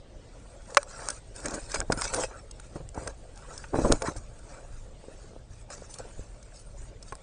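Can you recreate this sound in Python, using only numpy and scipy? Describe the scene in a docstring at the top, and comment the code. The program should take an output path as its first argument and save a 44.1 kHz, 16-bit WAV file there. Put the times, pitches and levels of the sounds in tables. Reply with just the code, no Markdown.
"""A deer pushes its head under the roof of a wooden seed tray, with a camera fixed to the feeder.
First the hush of a yard, low wind and a faint rustle, all of them filtered noise or tiny clicks.
From 0.7 s antlers and fur scrape the thin roof and the muzzle rubs the tray: clumps of tiny slips.
Sharp cracks ring the roof, then from 1.4 s knocks ring the tray and jolts rock the frame with lumpy bass.
The busiest handling comes near 4 s; lighter touches follow until the end."""
import sys
import numpy as np
from scipy import signal
from scipy.fft import rfft, irfft, next_fast_len
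from scipy.io import wavfile
from scipy.ndimage import uniform_filter1d

SR = 44100
rng = np.random.default_rng(int(sys.argv[2]) if len(sys.argv) > 2 else 0)


def master_out(mix):
    """Clip the mix to full scale and print it as 16-bit PCM to the path in sys.argv[1]."""
    frames = np.transpose(np.atleast_2d(mix))
    ceiling = np.clip(frames, -1, 1)
    pcm = np.round(ceiling * 32767).astype(np.int16)
    wavfile.write(sys.argv[1], SR, pcm)


def invert_db(x):
    """Field ratio 10**(x/20) for x, a level in decibels (scalar or array-like)."""
    u = np.asarray(x, float) / 20
    return 10 ** u


N = 318402  # samples, about 7.2 s


def evened(x):
    """Scales a signal to rms 1."""
    return x / np.sqrt(np.mean(x ** 2) + 1e-20)


def along(rows):
    """Draws straight lines through (time, level) rows and reads them at every sample."""
    time_s, level_db = np.transpose(rows)
    return np.interp(np.arange(N) / SR, time_s, level_db)


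def coloured(x, points):
    """Filters x by a curve of (frequency, level) points, then scales it to rms 1."""
    size = next_fast_len(len(x))
    hz, db = np.transpose(points)
    bin_hz = np.fft.rfftfreq(size, 1 / SR)
    shape_db = np.interp(np.log(bin_hz + 1), np.log(hz + 1), db)
    return evened(irfft(rfft(x, size) * invert_db(shape_db), size)[:len(x)])


def wander(span_s):
    """Slow random drift of rms 1: noise averaged twice over a span of time."""
    size = round(span_s * SR)
    once = uniform_filter1d(rng.standard_normal(N), size)
    return evened(uniform_filter1d(once, size))


def patchy(x, depth_db):
    """Narrow patches of the spectrum swell and fade for some tens of ms."""
    spectrum = signal.stft(x, nperseg=1024, noverlap=768)[2]
    patches = uniform_filter1d(rng.standard_normal(spectrum.shape), size=5, axis=0)  # over frequency
    patches = uniform_filter1d(patches, size=7, axis=1)  # over time
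    changed = spectrum * invert_db(depth_db * evened(patches))
    return evened(signal.istft(changed, nperseg=1024, noverlap=768)[1][:len(x)])


def slips(per_s, spread_db, clump_db, clump_s):
    """Sparse clicks of random sign and uneven size; the loud ones come in clumps."""
    size_db = spread_db * np.minimum(rng.exponential(1, N), 4) + clump_db * wander(clump_s)
    happens = rng.random(N) < per_s / SR
    return invert_db(size_db) * rng.choice([-1., 1.], N) * happens


def softened(force, top_hz):
    """A yielding contact spreads each jolt and loses the treble."""
    return signal.sosfilt(signal.butter(3, top_hz, fs=SR, output="sos"), force)


def ring(modes, extra_db=0, detune=1):
    """Decaying tone of each mode; it starts at its crest, so no push is left in the bass."""
    hz, db, t60_s = np.transpose(modes)[:, :, None]
    t = np.arange(SR // 8) / SR
    return invert_db(db + extra_db - 60 * t / t60_s) * np.cos(2 * np.pi * hz * detune * t)


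def contact(length_s, grit, rise):
    """Uneven force of a touch: quick rise, short hold, quick release."""
    u = np.arange(len(grit)) / SR / np.clip(length_s, 0.0005, 0.02)
    return grit * (1 - np.exp(-u / rise)) * np.exp(-u ** 2)


def add(mix, s, sound):
    """Mixes sound in at time s."""
    part = mix[round(s * SR):][:len(sound)]
    part += sound[:len(part)]


def lingering(power, t60_s):
    """Power that dies away no faster than t60_s allows."""
    fall_db = np.arange(N) / SR * 60 / t60_s
    held_db = np.maximum.accumulate(10 * np.log10(power + 1e-14) + fall_db)
    return invert_db(2 * (held_db - fall_db))


def strokes(rows, powers, idle, press_s, lift_t60_s):
    """Level in dB of strokes over an idle power: each presses on, holds, and lifts off."""
    power = np.zeros(N)
    for (s, length_s, *_), p in zip(rows, powers):
        add(power, s, np.full(round(length_s * SR), p))
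    level_db = 10 * np.log10(lingering(power, lift_t60_s) + idle)
    return uniform_filter1d(level_db, size=round(press_s * SR))


# tone of the yard's hush as the camera records it, with its treble cut above 9.5 kHz:
# (frequency [Hz], relative level [dB per Hz])
YARD_TONE = [(88, -7), (150, -2), (203, -3), (385, -5), (559, -0.5), (1020, -17.5), (3130, -21),
             (7490, -25), (8330, -25.5), (9440, -32), (9700, -66), (13600, -102), (22000, -120)]


def yard():
    """Far hush: noise with a fixed tone that swells a little."""
    level_db = -56 + 1.2 * wander(0.23)
    return invert_db(level_db) * patchy(coloured(rng.standard_normal(N), YARD_TONE), depth_db=3.5)


# gusts on the microphone, before small random drifts: (time [s], level [dB])
WIND_LEVEL = [(0, -49.5), (0.3, -48), (0.85, -49.5), (1.1, -46.5), (1.4, -47.5), (2.0, -43), (2.4, -48.5),
              (3.4, -47.5), (3.65, -47), (4.4, -46.5), (4.6, -48.5), (4.8, -41.5), (5.05, -52.5),
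              (5.2, -45.5), (5.8, -48.5), (6.3, -46), (6.6, -50), (6.8, -43), (7.22, -52.5)]
# jolts that rock the frame: (time of crest [s], peak level [dB])
FRAME_JOLTS = [(1.47, -42), (1.79, -30.5), (1.89, -35.5), (2.15, -38), (2.57, -44.5), (2.849, -36.5),
               (2.99, -37), (3.08, -39), (3.76, -35), (3.84, -27), (3.92, -24), (4.082, -33), (4.18, -36.5),
               (4.7, -41), (5.43, -52), (5.53, -37), (6.19, -39)]
# tone of wind and rocking: (frequency [Hz], relative level [dB per Hz])
RUMBLE_TONE = [(8.8, -54), (15, -0.5), (42, 2), (76, -9.5), (113, -7), (147, -17.5), (300, -35), (390, -28),
               (660, -120)]


def sway():
    """Lumpy bass noise: each jolt rocks the frame and dies away, over gusts on the microphone."""
    rise_s, rock_t60_s = 0.037, 0.19
    power = np.zeros(N)
    push = signal.windows.hann(round(2 * rise_s * SR))
    for s, db in FRAME_JOLTS:
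        add(power, s - rise_s, invert_db(2 * db) * push ** 2)
    gusts_db = along(WIND_LEVEL) + 1.5 * wander(0.021)
    level = np.sqrt(lingering(power, rock_t60_s) + invert_db(2 * gusts_db))
    return level * coloured(rng.standard_normal(N), RUMBLE_TONE)


# faint rustle of fur and seeds between the strokes, before random drifts: (time [s], level [dB])
RUSTLE_LEVEL = [(0, -93), (0.17, -76), (0.35, -66), (0.68, -62), (1.2, -67.5), (1.85, -64), (2.45, -65),
                (2.85, -64.5), (3.15, -64), (3.27, -63.5), (3.7, -72.5), (4.0, -55), (4.3, -63),
                (4.75, -59), (4.95, -69), (5.1, -63), (5.4, -73), (5.65, -76.5), (6.05, -59), (6.14, -62.5),
                (6.4, -63.5), (6.7, -65), (6.95, -78), (7.05, -64.5), (7.22, -65.5)]
# antlers and fur dragged along the roof:
# (start time [s], length [s], bright scrape level [dB], roof ringing level [dB])
ROOF_DRAGS = [(0.692, 0.086, -55, -59.5), (0.78, 0.044, -53.5, -53), (0.874, 0.303, -51.5, -51.5),
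              (0.991, 0.13, -48, -49), (1.35, 0.1, -48.5, -53), (1.441, 0.15, -47.5, -46.5),
              (1.58, 0.086, -50, -55), (1.688, 0.11, -43.5, -46.5), (1.901, 0.045, -48, -47),
              (1.971, 0.14, -43.5, -41.5), (2.036, 0.018, -33, -34), (2.126, 0.12, -36, -42.5),
              (2.24, 0.16, -60, -54.5), (2.623, 0.041, -58.5, -69), (2.75, 0.012, -50.5, -50.5),
              (2.96, 0.14, -53, -53), (3.362, 0.39, -60, -59.5), (3.492, 0.155, -54, -54.5),
              (3.745, 0.21, -45, -45), (4.046, 0.05, -44, -39), (4.433, 0.15, -61, -55.5),
              (5.216, 0.084, -62, -68.5), (5.506, 0.115, -60.5, -67.5), (5.7, 0.046, -47.5, -48.5),
              (5.735, 0.124, -56, -61), (5.893, 0.065, -51, -62), (5.987, 0.0093, -47.5, -44),
              (6.183, 0.057, -59.5, -73.5), (6.54, 0.071, -54.5, -73), (6.756, 0.134, -60.5, -62.5),
              (7.072, 0.022, -53, -63)]
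# tone of firm strokes: (frequency [Hz], relative level [dB per Hz])
FIRM_TONE = [(1530, -47), (2600, 12), (2850, -23.5), (3720, 5), (4030, 7.5), (6820, 11.5), (9500, 0.5),
             (12400, -49), (20900, -120)]
# tone of light strokes as the camera records them, with its treble cut above 9.5 kHz:
# (frequency [Hz], relative level [dB per Hz])
LIGHT_TONE = [(3000, -15), (5800, -8.5), (6800, -5), (8300, -1), (9000, -3), (9450, -6), (9700, -57.5)]
# modes of the thin roof sheet, also struck by the cracks:
# (frequency [Hz], relative level [dB], time to fall 60 dB [s])
ROOF_MODES = [(587, -7.5, 0.056), (830, -6.5, 0.015), (927, -3, 0.021), (1142, 2, 0.013),
              (1343, 4.5, 0.016), (1473, 2, 0.015), (1618, -7, 0.038), (1850, -10.5, 0.01),
              (2280, -5, 0.025), (2390, -19, 0.035), (2540, -36, 0.06), (3620, -28, 0.004),
              (4370, -1.5, 0.0037), (5240, -51, 0.016), (4600, -9.5, 0.0061), (5315, 8.5, 0.0057),
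              (6390, 10.5, 0.0045), (7500, 2, 0.0064), (8026, -0.5, 0.0093), (8500, 7.5, 0.0064),
              (9240, -16, 0.0089)]


def roof_scraping():
    """Stick-slip on the roof: fine bright grains, and coarser bumps that ring the sheet."""
    press_s, lift_t60_s = 0.021, 0.1
    _, _, scrape_db, roof_db = np.transpose(ROOF_DRAGS)
    scrape_power = invert_db(2 * scrape_db)
    rustle = invert_db(2 * (along(RUSTLE_LEVEL) + 1.5 * wander(0.09)))  # as power
    level_db = strokes(ROOF_DRAGS, scrape_power, rustle, press_s, lift_t60_s)

    # The share of firm tone grows with the level, to 0.4 at most; here the rustle counts 5 dB less.
    pressed_db = strokes(ROOF_DRAGS, scrape_power, rustle * invert_db(-10.0), press_s, lift_t60_s)
    firm = 1 / (2.5 + np.exp(-(pressed_db + 64.0) / 3.0))
    fine = slips(per_s=6800, spread_db=5.0, clump_db=3.5, clump_s=0.0042)
    brushing = rng.standard_normal(N) + 0.5 * evened(fine[::-1])
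    bright = np.sqrt(firm) * coloured(fine, FIRM_TONE)
    bright += np.sqrt(1 - firm) * coloured(brushing, LIGHT_TONE)

    bumps = slips(per_s=2500, spread_db=3.0, clump_db=2.5, clump_s=0.012)
    low_modes = [m for m in ROOF_MODES if m[0] < 3000]
    sheet = signal.oaconvolve(softened(bumps, top_hz=2190), ring(low_modes).sum(0))[:N]
    sheet_rustle = rustle * invert_db(2 * -3.5)  # the sheet rings 3.5 dB below the rustle
    ringing_db = strokes(ROOF_DRAGS, invert_db(2 * roof_db), sheet_rustle, press_s, lift_t60_s)
    return invert_db(level_db) * patchy(bright, depth_db=5.5) + invert_db(ringing_db) * patchy(sheet, depth_db=4.5)


# muzzle and jaw pushed over the tray:
# (start time [s], length [s], ringing level [dB], pitch of the rubbed board [Hz])
TRAY_RUBS = [(0.685, 0.047, -54, 696), (0.78, 0.37, -55, 540), (0.958, 0.099, -48.5, 700),
             (1.354, 0.1, -53, 400), (1.445, 0.14, -41, 340), (1.593, 0.15, -54, 500),
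             (1.74, 0.089, -42.5, 365), (1.901, 0.04, -39, 450), (1.948, 0.17, -45.5, 473),
             (2.133, 0.035, -33.5, 540), (2.162, 0.061, -35.5, 660), (2.279, 0.1, -53, 540),
             (2.753, 0.016, -41, 500), (2.947, 0.079, -43.5, 423), (3.047, 0.056, -43.5, 630),
             (3.476, 0.11, -53, 450), (3.726, 0.23, -34.5, 298), (3.898, 0.023, -24.5, 340),
             (4.002, 0.062, -41.5, 700), (4.095, 0.02, -42.5, 348), (4.447, 0.2, -55, 540),
             (5.074, 0.074, -55.5, 450), (5.697, 0.063, -53, 600)]
# modes of the wooden tray, also struck by the knocks:
# (frequency [Hz], relative level [dB], time to fall 60 dB [s])
TRAY_MODES = [(156, 1, 0.052), (249, -15, 0.089), (309.4, 4.7, 0.03), (434, -2.5, 0.045),
              (527.6, 9.5, 0.021), (660, -4.5, 0.074), (856, 3, 0.026), (1104, -2.5, 0.058),
              (1452, -37, 0.076)]


def tray_rubbing():
    """Coarse stick-slip rings the tray, mostly in modes near the rubbed board; it never quite rests."""
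    bumps = slips(per_s=2500, spread_db=3.0, clump_db=2.5, clump_s=0.012)
    voices = signal.oaconvolve(softened(bumps, top_hz=1124)[None], ring(TRAY_MODES), axes=1)[:, :N]
    voice_power = voices.var(1)
    _, _, tray_db, board_hz = np.transpose(TRAY_RUBS)
    mode_hz = np.transpose(TRAY_MODES)[0][:, None]
    near = invert_db(-24.0 * abs(np.log2(mode_hz / board_hz)))  # power share: 12 dB less per octave away
    near /= voice_power @ near
    idle = invert_db(2 * -65) / voice_power.sum()  # all modes together rest at -65 dB
    wood = np.zeros(N)
    for voice, share in zip(voices, near):
        level_db = strokes(TRAY_RUBS, share * invert_db(2 * tray_db), idle, press_s=0.022, lift_t60_s=0.077)
        wood += voice * invert_db(level_db)
    return wood


# antler and seed cracks; contact is limited to 0.5-20 ms:
# (time [s], treble peak level [dB], middle voice of the roof against the treble [dB],
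#  contact length [s], pitch of the touched spot [Hz])
ROOF_CRACKS = [(0.7471, -18.5, -10, 0.0014, 5240), (0.7697, -8, 5.5, 0.0057, 5170),
               (0.8302, -27, -4, 0.0018, 8520), (1.0868, -13, -8, 0.00073, 5440),
               (1.1016, -20, -12.5, 0.0043, 8300), (1.11, -42.5, 1, 0.0079, 5000),
               (1.3625, -29.5, -18, 0.0019, 8940), (1.4569, -21, -4.5, 0.0072, 7700),
               (1.483, -25, -10, 0.0027, 5610), (1.507, -32, -24, 0.0067, 7300),
               (1.5372, -26.5, -6, 0.033, 7960), (1.7166, -27, -9, 0.0052, 6490),
               (1.7421, -18.5, -2, 0.0099, 4400), (1.7577, -25.5, 4.5, 0.0046, 9100),
               (1.8032, -12, -9.5, 0.00079, 5200), (1.8141, -46, 20.5, 0.0031, 8380),
               (1.921, -15, -2, 0.0068, 4630), (1.974, -29.5, -14, 0.004, 6650),
               (2.0117, -20, -12, 0.003, 8750), (2.0188, -18, -1, 0.0034, 7990),
               (2.1369, -21, -1, 0.006, 8500), (2.144, -16.5, -6, 0.0044, 9240),
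               (2.2361, -26.5, 7, 0.0032, 7300), (2.511, -33, -27, 0.0047, 6250),
               (2.5978, -36, -4, 0.0042, 7780), (2.8898, -30.5, -20, 0.00082, 8480),
               (2.9448, -40, -3, 0.0064, 5940), (3.074, -24, -4, 0.0049, 5700),
               (3.358, -44.5, -14, 0.004, 9040), (3.3756, -36, -11, 0.0018, 8610),
               (3.538, -38, -13, 0.0033, 8270), (3.5774, -27.5, -24, 0.0042, 6470),
               (3.64, -51.5, 19.5, 0.0082, 6410), (3.7564, -40.5, 6.5, 0.0058, 6880),
               (3.917, -21.5, 2, 0.011, 5840), (3.9234, -3.5, -14, 0.00044, 5320),
               (4.02, -23, 0, 0.0057, 5340), (4.1624, -35.5, -6, 0.017, 8100),
               (4.389, -45, -16, 0.006, 8400), (5.7023, -35.5, 0, 0.0053, 7750),
               (5.9395, -31.5, -30, 0.0059, 6250), (5.9853, -29.5, -20, 0.0041, 7900),
               (6.4274, -40, -11, 0.0044, 6870), (7.026, -36, -11.5, 0.006, 4000),
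               (7.123, -39, 6.5, 0.0055, 8400), (7.153, -30.5, -13, 0.0012, 8310)]


def cracks():
    """A sharp first touch, then grit; treble modes near the pitch of the touched spot answer most."""
    out, hz = np.zeros(N), np.transpose(ROOF_MODES)[0]
    low = hz < 3000
    touch = signal.unit_impulse(1800, idx=12)
    # the middle voice of a crack stays between 400 Hz and 3.2 kHz
    middle_band = signal.butter(2, [400, 3200], "band", fs=SR, output="sos")
    for s, db, middle_db, length_s, spot_hz in ROOF_CRACKS:
        away = np.where(low, 0, abs(np.log2(hz / spot_hz)))[:, None]  # octaves
        chance_db = 2 * rng.standard_normal((len(hz), 1))
        detune = 1 + rng.standard_normal((len(hz), 1)) / 40
        modes = ring(ROOF_MODES, -7.0 * away + chance_db, detune)
        force = contact(length_s, rng.standard_normal(1800), rise=0.1)
        middle = signal.fftconvolve(force + 9.0 * touch, modes[low].sum(0))
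        middle = signal.sosfilt(middle_band, middle)
        treble = signal.fftconvolve(force + 2.35 * touch, modes[~low].sum(0))
        sound = treble / abs(treble).max() + invert_db(middle_db) * middle / abs(middle).max()
        add(out, s, invert_db(db) * sound)
    return out


# knocks through the tray; contact is limited to 0.5-20 ms:
# (time [s], peak level [dB], pitch of the struck board [Hz], contact length [s])
TRAY_KNOCKS = [(1.361, -43, 330, 0.0083), (1.452, -27.5, 450, 0.0083), (1.539, -25.5, 296, 0.0031),
               (1.743, -26.5, 490, 0.004), (1.9, -12.5, 575, 0.0039), (1.923, -20.5, 275, 0.0084),
               (1.974, -24, 330, 0.0044), (2.135, -42, 511, 0.0057), (2.234, -22.5, 660, 0.012),
               (2.757, -25, 274, 0.0084), (2.801, -33.5, 220, 0.015), (2.959, -40, 536, 0.015),
               (2.976, -21, 430, 0.0028), (3.021, -31, 444, 0.0051), (3.077, -28, 580, 0.0043),
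               (3.528, -39.5, 620, 0.0078), (3.742, -15, 450, 0.0045), (3.754, -17, 434, 0.0099),
               (3.786, -13.5, 242, 0.0092), (3.818, -19, 336, 0.00096), (3.846, -13.5, 304, 0.026),
               (3.871, -19, 436, 0.0021), (3.902, -13, 284, 0.0014), (3.919, -15, 565, 0.0068),
               (3.934, -16.5, 324, 0.003), (4.02, -25, 524, 0.0062), (4.084, -18, 294, 0.0042),
               (4.155, -35, 310, 0.015), (5.039, -36, 566, 0.0044), (5.083, -31.5, 540, 0.0025),
               (5.333, -40, 515, 0.0043), (5.363, -34.5, 541, 0.00073), (5.7, -51, 907, 0.0043),
               (5.78, -39, 530, 0.0066), (5.819, -35, 510, 0.0065), (5.993, -31, 550, 0.014),
               (6.049, -37, 540, 0.013), (6.193, -31.5, 425, 0.0025), (7.123, -27, 850, 0.0064)]


def knocks():
    """A soft, gritty push on the tray; modes near the pitch of the struck board answer most."""
    out, hz = np.zeros(N), np.transpose(TRAY_MODES)[0][:, None]
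    for s, db, board_hz, length_s in TRAY_KNOCKS:
        away = abs(np.log2(hz / board_hz))  # octaves
        chance_db = 0.9 * rng.standard_normal(hz.shape)
        detune = 1 + 0.025 * rng.standard_normal(hz.shape)
        body = ring(TRAY_MODES, -17.0 * away + chance_db, detune).sum(0)
        force = contact(length_s, 0.67 + rng.standard_normal(1800), rise=0.11)
        sound = signal.fftconvolve(softened(force, top_hz=1070), body)
        add(out, s, invert_db(db) * sound / abs(sound).max())
    return out


def scene():
    """Adds all sources at one microphone."""
    return (yard() + sway() + roof_scraping() + tray_rubbing() + cracks() + knocks())[None]


def low_pass(x):
    """Removes everything above the highest recorded frequency."""
    return signal.sosfilt(signal.butter(12, 10950, fs=SR, output="sos"), x)


def record(dry):
    """The camera's steep band limit takes away the treble above 9734 Hz."""
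    edge = signal.firwin(201, 9734, window=("kaiser", 3.5), fs=SR)
    mix = signal.oaconvolve(dry, edge[None], "same")
    return low_pass(mix)


dry = scene()
out = record(dry)
master_out(out)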